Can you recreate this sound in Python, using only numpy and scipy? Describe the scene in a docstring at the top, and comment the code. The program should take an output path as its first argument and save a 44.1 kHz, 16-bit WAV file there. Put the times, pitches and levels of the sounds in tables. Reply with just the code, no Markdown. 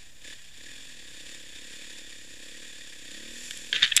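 """Enduro bike on a rocky trail

A one-cylinder bike putters uphill at low revs, heard from a camera in a case on the rider's helmet.
Each firing gives a soft exhaust thump and a rasp of engine clatter, coloured by the case.
As the bike tips, something scrapes and knocks on the case, ending in two hard clacks."""
import sys
import numpy as np
from scipy import signal
from scipy.fft import rfft, irfft, next_fast_len
from scipy.io import wavfile

SR = 44100
rng = np.random.default_rng(int(sys.argv[2]) if len(sys.argv) > 2 else 0)


def generate_wav(sig):
    """Save sig (samples, or channels by samples) to the path in sys.argv[1] as 16-bit PCM at SR."""
    pcm = np.round(np.clip(np.atleast_2d(sig).T, -1, 1) * 32767).astype(np.int16)
    wavfile.write(sys.argv[1], SR, pcm)


N = 176400

# How the exhaust and the engine clatter rise and fall: time_s, level_db
EXHAUST_LEVELS = [(0.22, -66), (0.25, -50), (.32, -53.5), (0.38, -68), (.55, -68), (0.59, -52.5),
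                  (.67, -52.5), (.73, -57), (0.92, -58), (1.08, -53), (1.35, -50.5), (1.48, -54),
                  (1.65, -50.5), (2.0, -51.5), (2.22, -54), (2.44, -49.5), (2.62, -50.5), (2.7, -53),
                  (2.94, -54), (3.2, -47), (3.33, -48), (3.47, -54), (3.66, -51), (3.8, -53), (3.89, -65),
                  (4, -57)]
CLATTER_LEVELS = [(0, -47), (.12, -54.5), (.235, -50), (.25, -44), (.33, -43), (.36, -48.5), (.55, -49.5),
                  (.67, -44.5), (.8, -43.5), (.98, -45.5), (1.33, -43), (1.45, -46), (1.8, -42),
                  (2.17, -45.5), (2.4, -46.5), (2.44, -43), (3.0, -45.5), (3.15, -41.5), (3.7, -42.5),
                  (4, -42.5)]
# The tone of clatter heard through the case, and of a knock on it: pitch_hz, gain_db
CLATTER_TONE = [(100, -31), (400, -20), (600, -17), (720, -20.5), (1000, -18), (1350, -19), (1550, -8.5),
                (1720, 0), (1900, -5), (2120, -8.5), (2430, -1), (2750, -4.5), (3100, -4), (3480, 1),
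                (3750, -2.5), (4050, -9), (4600, -7), (5700, -9), (6250, -15), (6850, -4), (7350, -5),
                (8100, -12), (9700, -14), (11200, -23.5), (13500, -29), (15300, -36)]
KNOCK_TONE = [(60, -26), (250, -25), (500, -26.5), (720, -30.5), (1100, -23), (1400, -10), (1650, 3),
              (2200, -1), (3200, -1.5), (3750, 0), (4100, -10), (5400, -16.5), (6800, -17), (8500, -40),
              (15000, -58)]


def amp(db):
    """Turn decibels into a number to multiply by."""
    return 10 ** (np.asarray(db) / 20)


def unit(x):
    """Scale a sound so that its average power is 1."""
    return x / np.sqrt(np.mean(x ** 2) + 1e-20)


def curve(rows):
    """Join (time_s, value) rows with straight lines, giving one value per sample."""
    return np.interp(np.arange(N) / SR, *np.transpose(rows))


def colour(x, points):
    """Shape the tone with (pitch_hz, gain_db) rows; white noise keeps its overall power."""
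    size = 8192
    hz, db = np.transpose(points)
    gain = amp(np.interp(np.log(np.fft.rfftfreq(size, 1 / SR) + 1), np.log(hz), db))
    # Fold the filter so that it never rings before the sound arrives.
    folded = irfft(np.log(gain))
    folded[1:size // 2] *= 2
    folded[size // 2 + 1:] = 0
    response = irfft(np.exp(rfft(folded)))
    return signal.fftconvolve(x, response / np.linalg.norm(response))[:len(x)]


def grains(per_second, spread_db):
    """Tiny impacts of uneven size come at random moments."""
    hits = (rng.random(N) < per_second / SR) * np.sign(rng.standard_normal(N))
    return unit(hits * amp(spread_db * rng.standard_normal(N)))


def crank():
    """The engine fires once a turn: give the running count of turns and the firing times."""
    speed = [(0.0, 28.21), (0.295, 36.25), (0.5, 31.02), (0.6, 33.15), (0.72, 41.62), (0.83, 45.75),
             (0.97, 39.26), (1.09, 32.99), (1.14, 31.64), (1.36, 36.03), (1.52, 31.64), (1.69, 35.14),
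             (1.8, 35.32), (1.92, 36.22), (2.07, 34.49), (2.17, 35.57), (2.24, 33.28), (2.4, 31.76),
             (2.65, 39.34), (2.77, 35.64), (2.93, 33.93), (3.06, 31.18), (3.26, 37.35), (3.45, 41.4),
             (3.53, 37.07), (3.65, 38.6), (4.0, 38.85)]  # engine speed: time_s, firings_per_s
    turns = np.cumsum(curve(speed)) / SR
    return turns, np.interp(np.arange(1, int(turns[-1]) + 1), turns, np.arange(N) / SR)


def exhaust(firings):
    """Each firing sends a few short pressure waves down the pipe."""
    pipe_waves = [(-.009, 275, .0026, -8), (0, 288, .0028, 0), (.0009, 503, .0028, -1.7),
                  (.007, 250, .003, -13)]  # the waves of one firing: delay_s, pitch_hz, width_s, level_db
    size, scatter_db, jitter_s = 2048, .7, .00004
    chance = rng.standard_normal((len(firings), len(pipe_waves) + 1))
    index = (firings * SR).astype(int)[:, None] + np.arange(size) - size // 2
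    t = index / SR - firings[:, None] - jitter_s * chance[:, -1:]
    thumps = np.zeros_like(t)
    for k, (delay, hz, width, db) in enumerate(pipe_waves):
        swell = amp(db + scatter_db * chance[:, k, None]) * np.exp(-.5 * ((t - delay) / width) ** 2)
        thumps += swell * np.cos(2 * np.pi * hz * (t - delay))
    putter = np.bincount(np.clip(index, 0, N).ravel(), thumps.ravel(), N + 1)[:N]  # add each at its time
    return putter * amp(curve(EXHAUST_LEVELS))


def clatter(turns, firings):
    """Rasp and fine metal ticks swell with every firing; a hiss lies over them."""
    hiss_levels = [(0, -62), (.7, -62.5), (2.3, -57), (3.2, -58), (3.46, -45), (3.6, -49), (3.72, -52),
                   (4, -58)]  # strength of the high hiss: time_s, level_db
    hiss_tone = [(1000, -57), (3500, -13), (5500, 0), (6250, -5), (7200, 7), (8300, -9.5), (10000, -7),
                 (12500, -15), (15000, -55)]  # its tone: pitch_hz, gain_db
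    scatter_db, depth_db, lead_turns = 1.18, 1.5, .13
    uneven_db = scatter_db * np.interp(np.arange(N) / SR, firings, rng.standard_normal(len(firings)))
    beat_db = depth_db * np.cos(2 * np.pi * (turns + lead_turns))
    grit = rng.standard_normal(N) + amp(-5.5) * grains(per_second=450, spread_db=1.5)
    rasp = unit(grit * amp(beat_db + uneven_db)) * amp(curve(CLATTER_LEVELS) - 3)
    hiss = colour(rng.standard_normal(N), hiss_tone) * amp(curve(hiss_levels))
    return colour(rasp, CLATTER_TONE) + hiss


def taps(turns):
    """Piston and gears tap at about the same points of each turn and ring the metal."""
    tap_points = [(-.3, -3.5), (-.06, -6.5), (.1, -9.5)]  # taps around each firing: offset_turns, level_db
    metal_notes = [(1737, -4.5, 0.044), (1888, 2, 0.072), (2506, -5, 0.054), (3380, 0, 0.049),
                   (3510, 0, 0.087), (3654, -2, 0.095), (4454, -1.5, 0.039), (7390, -7, 0.018),
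                   (7330, -6.5, 0.033)]  # the ringing metal: pitch_hz, level_db, fade_s (time to drop 60 dB)
    size, scatter_db, jitter_turns = 1400, 3, .025
    t, out = np.arange(size) / SR, np.zeros(N + size)
    hz, level, fade_s = np.transpose(metal_notes)[:, :, None]
    notes = amp(level - 60 * t / fade_s) * np.sin(2 * np.pi * hz * t)
    for turn in range(1, int(turns[-1])):
        for offset, db in tap_points:
            start = np.searchsorted(turns, turn + offset + jitter_turns * rng.standard_normal())
            ring = np.mean(rng.uniform(-1.01, 1, hz.shape) * notes, axis=0)
            out[start:start + size] += amp(db + scatter_db * rng.standard_normal()) * ring
    return .5 * unit(out[:N]) * amp(curve(CLATTER_LEVELS) - 4.5)


def pops():
    """Hard firings bark as the throttle opens: a burst of rasp with a quickly falling ring."""
    hard_firings = [(0.2437, -40.5), (0.2739, -39), (0.3005, -42), (0.33, -50), (.606, -42), (.66, -40.5),
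                    (.687, -48), (.712, -45)]  # one bark a row: start_s, level_db
    size, attack_s, fade_s = 2048, .0041, .046
    from_hz, to_hz, fall_s = 2820, 1683, .00219
    t, out = np.arange(size) / SR, np.zeros(N)
    fade = (1 - np.exp(-t / attack_s)) * amp(-60 * t / fade_s)
    pitch_hz = to_hz + (from_hz - to_hz) * np.exp(-t / fall_s)
    ring = 1.96 * np.sin(2 * np.pi * np.cumsum(pitch_hz) / SR)
    for start_s, db in hard_firings:
        rasp = colour(rng.standard_normal(size), CLATTER_TONE)
        out[round(start_s * SR):][:size] += amp(db) * fade * (ring + rasp)
    return out


def drone(turns):
    """Two clean notes, at 6 and 9 times the firing rate, swell when the engine pulls."""
    note_levels = [(.6, -85, -90), (.8, -63, -85), (1.15, -80, -70), (1.8, -71, -78), (2.3, -78, -80),
                   (2.6, -69, -80), (2.95, -76, -80), (3.1, -64, -63), (3.22, -59, -66), (3.4, -58, -80),
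                   (3.52, -66, -85), (3.72, -65, -85), (3.87, -85, -90)]  # strength of the two notes: time_s, low_note_db, high_note_db
    levels, lead_turns = np.array(note_levels), .012
    return sum(amp(curve(levels[:, [0, column]])) * np.cos(2 * np.pi * multiple * (turns + lead_turns))
               for column, multiple in enumerate((6, 9), 1))


def burble():
    """Swirling gas rings the pipe, more when the engine pulls."""
    pipe_tone = [(100, -46), (185, -15), (220, -10), (300, -7), (345, -6), (400, -10), (490, -17),
                 (580, -10), (750, -33)]  # tone of the gas flow: pitch_hz, gain_db
    return unit(colour(rng.standard_normal(N), pipe_tone)) * amp(curve(EXHAUST_LEVELS) - 18)


def knocks():
    """Each contact is a short crunch that rings the case; hard ones add a bright crack."""
    contacts = [(3.509, -19, 0.014, 0.32), (3.574, -19.5, 0.006, 0.6), (3.728, -9, 0.015, 0.03),
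                (3.737, -23, .01, .1), (3.7483, -21, 0.025, .05), (3.7551, -15, 0.012, 0.08),
                (3.7612, -17, 0.032, 0.02), (3.8224, -18, 0.034, 0.02), (3.829, -4.5, 0.019, 0),
                (3.8372, -13, 0.025, 0.05), (3.8454, -14.5, 0.028, 0.06), (3.8614, -21.5, 0.032, 0.08),
                (3.877, -24, 0.028, 0), (3.9645, -4, 0.022, 0.9), (3.9747, -4.5, 0.02, .3),
                (3.995, -26, 0.064, 0)]  # hits on the case: start_s, level_db, fade_s, hardness (0 to 1)
    case_notes = [(1778, -3, 0.034), (2680, -9, 0.024), (3160, 9, 0.024), (3377, 12.5, 0.02),
                  (3642, 7.5, 0.046), (4420, -0.5, 0.028)]  # the ringing case: pitch_hz, level_db, fade_s
    crack_tone = [(100, -38), (1000, -64), (1700, -17), (2600, -10), (3400, -7.5), (4100, -14),
                  (5000, -13.5), (6700, -14.5), (7500, -2.5), (8300, -7.5), (9500, -16), (10300, -11),
                  (11500, -20.5), (13000, -30), (16000, -36)]  # tone of a hard crack: pitch_hz, gain_db
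    size, attack_s, scatter_db, ring_db = 8192, .00036, 5.1, 2
    t, out = np.arange(size) / SR, np.zeros(N + SR)
    rise = 1 - np.exp(-t / attack_s)
    for start_s, db, fade_s, hardness in contacts:
        fade = rise * amp(-60 * t / fade_s)
        ring = np.zeros(size)
        for hz, level, ring_s in case_notes:
            note_db = level + scatter_db * rng.standard_normal() - 60 * t / ring_s
            ring += amp(note_db) * np.sin(2 * np.pi * (hz * t + rng.random()))
        crunch = unit(colour(fade * rng.standard_normal(size), KNOCK_TONE))
        crack = unit(colour(fade * rng.standard_normal(size), crack_tone))
        body = unit(crunch + amp(ring_db) * unit(rise * ring))
        blow = (1 - hardness) * body + hardness * crack
        out[round(start_s * SR):][:size] += amp(db) * fade.std() * blow
    return out[:N]


def scrape():
    """Many tiny slips scrape along the case between the knocks."""
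    scrape_levels = [(3.72, -92), (3.735, -31), (3.77, -30.5), (3.81, -36), (3.84, -16.5), (3.87, -37),
                     (3.91, -38.5), (3.945, -40.5), (3.98, -34.5), (4, -25)]  # strength of the scraping: time_s, level_db
    return colour(grains(per_second=900, spread_db=2.5) * amp(curve(scrape_levels)), KNOCK_TONE)


def squeak():
    """One short, rough rub makes the case squeak."""
    squeak_notes = [(1800, -7.5), (2600, -6.5), (3330, -0.5)]  # notes of the rubbed case: pitch_hz, level_db
    peak_s, swell_s, wobbles_per_s = 3.9228, .003, 490
    t, ring = np.arange(N) / SR - peak_s, np.zeros(N)
    for hz, db in squeak_notes:
        wobble = np.interp(np.arange(N) * wobbles_per_s / SR, np.arange(SR), rng.standard_normal(SR))
        ring += amp(db) * np.sin(2 * np.pi * hz * t + wobble)
    return amp(-14.5) * np.exp(-np.abs(t) / swell_s) * ring


def thuds():
    """As the bike goes over, the heavier contacts also give a short, dull bump."""
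    bumps = [(3.729, -44.5), (3.757, -47), (3.824, -42.5)]  # one bump a row: start_s, level_db
    bump_tone = [(90, -11), (140, 5.5), (190, -9), (270, -0.5), (380, -7.5), (480, -1.5), (650, -16),
                 (1200, -37)]  # their dull tone: pitch_hz, gain_db
    attack_s, fade_s = .0022, .14
    strength = np.zeros(N)
    for start_s, db in bumps:
        t = np.maximum(np.arange(N) / SR - start_s, 0)
        strength += amp(db - 60 * t / fade_s) * (1 - np.exp(-t / attack_s))
    return colour(strength * rng.standard_normal(N), bump_tone)


def rumble():
    """The ride makes a low rumble under everything else."""
    rumble_levels = [(1.35, -59), (1.55, -60.5), (2.8, -61.5), (3.7, -58), (3.85, -55), (3.89, -57),
                     (3.96, -54.5)]  # strength of the rumble: time_s, level_db
    rumble_tone = [(33, -1), (48, -10), (70, -7), (100, -14), (135, -10.5), (185, -16), (350, -23),
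                   (600, -24), (2000, -37)]  # its deep tone: pitch_hz, gain_db
    low_cut = signal.butter(4, 12, "high", fs=SR, output="sos")  # turns down what lies below 12 Hz
    noise = colour(rng.standard_normal(N), rumble_tone)
    return amp(curve(rumble_levels)) * unit(signal.sosfilt(low_cut, noise))


def scene():
    """Engine, ride and knocks add up in one channel."""
    turns, firings = crank()
    engine = exhaust(firings) + drone(turns) + clatter(turns, firings) + taps(turns) + pops()
    return (engine + rumble() + thuds() + knocks() + scrape() + squeak() + burble())[None]


def record(dry):
    """The camera caps the peaks, drops the highest treble and adds a small steady offset."""
    top_hz, offset = 15500, .0056
    size = next_fast_len(N + SR)
    spectrum = rfft(np.clip(dry, -1, 1), size)
    kept = np.fft.rfftfreq(size, 1 / SR) < top_hz
    return offset + irfft(spectrum * kept, size)[:, :N]


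dry = scene()
out = record(dry)
generate_wav(out)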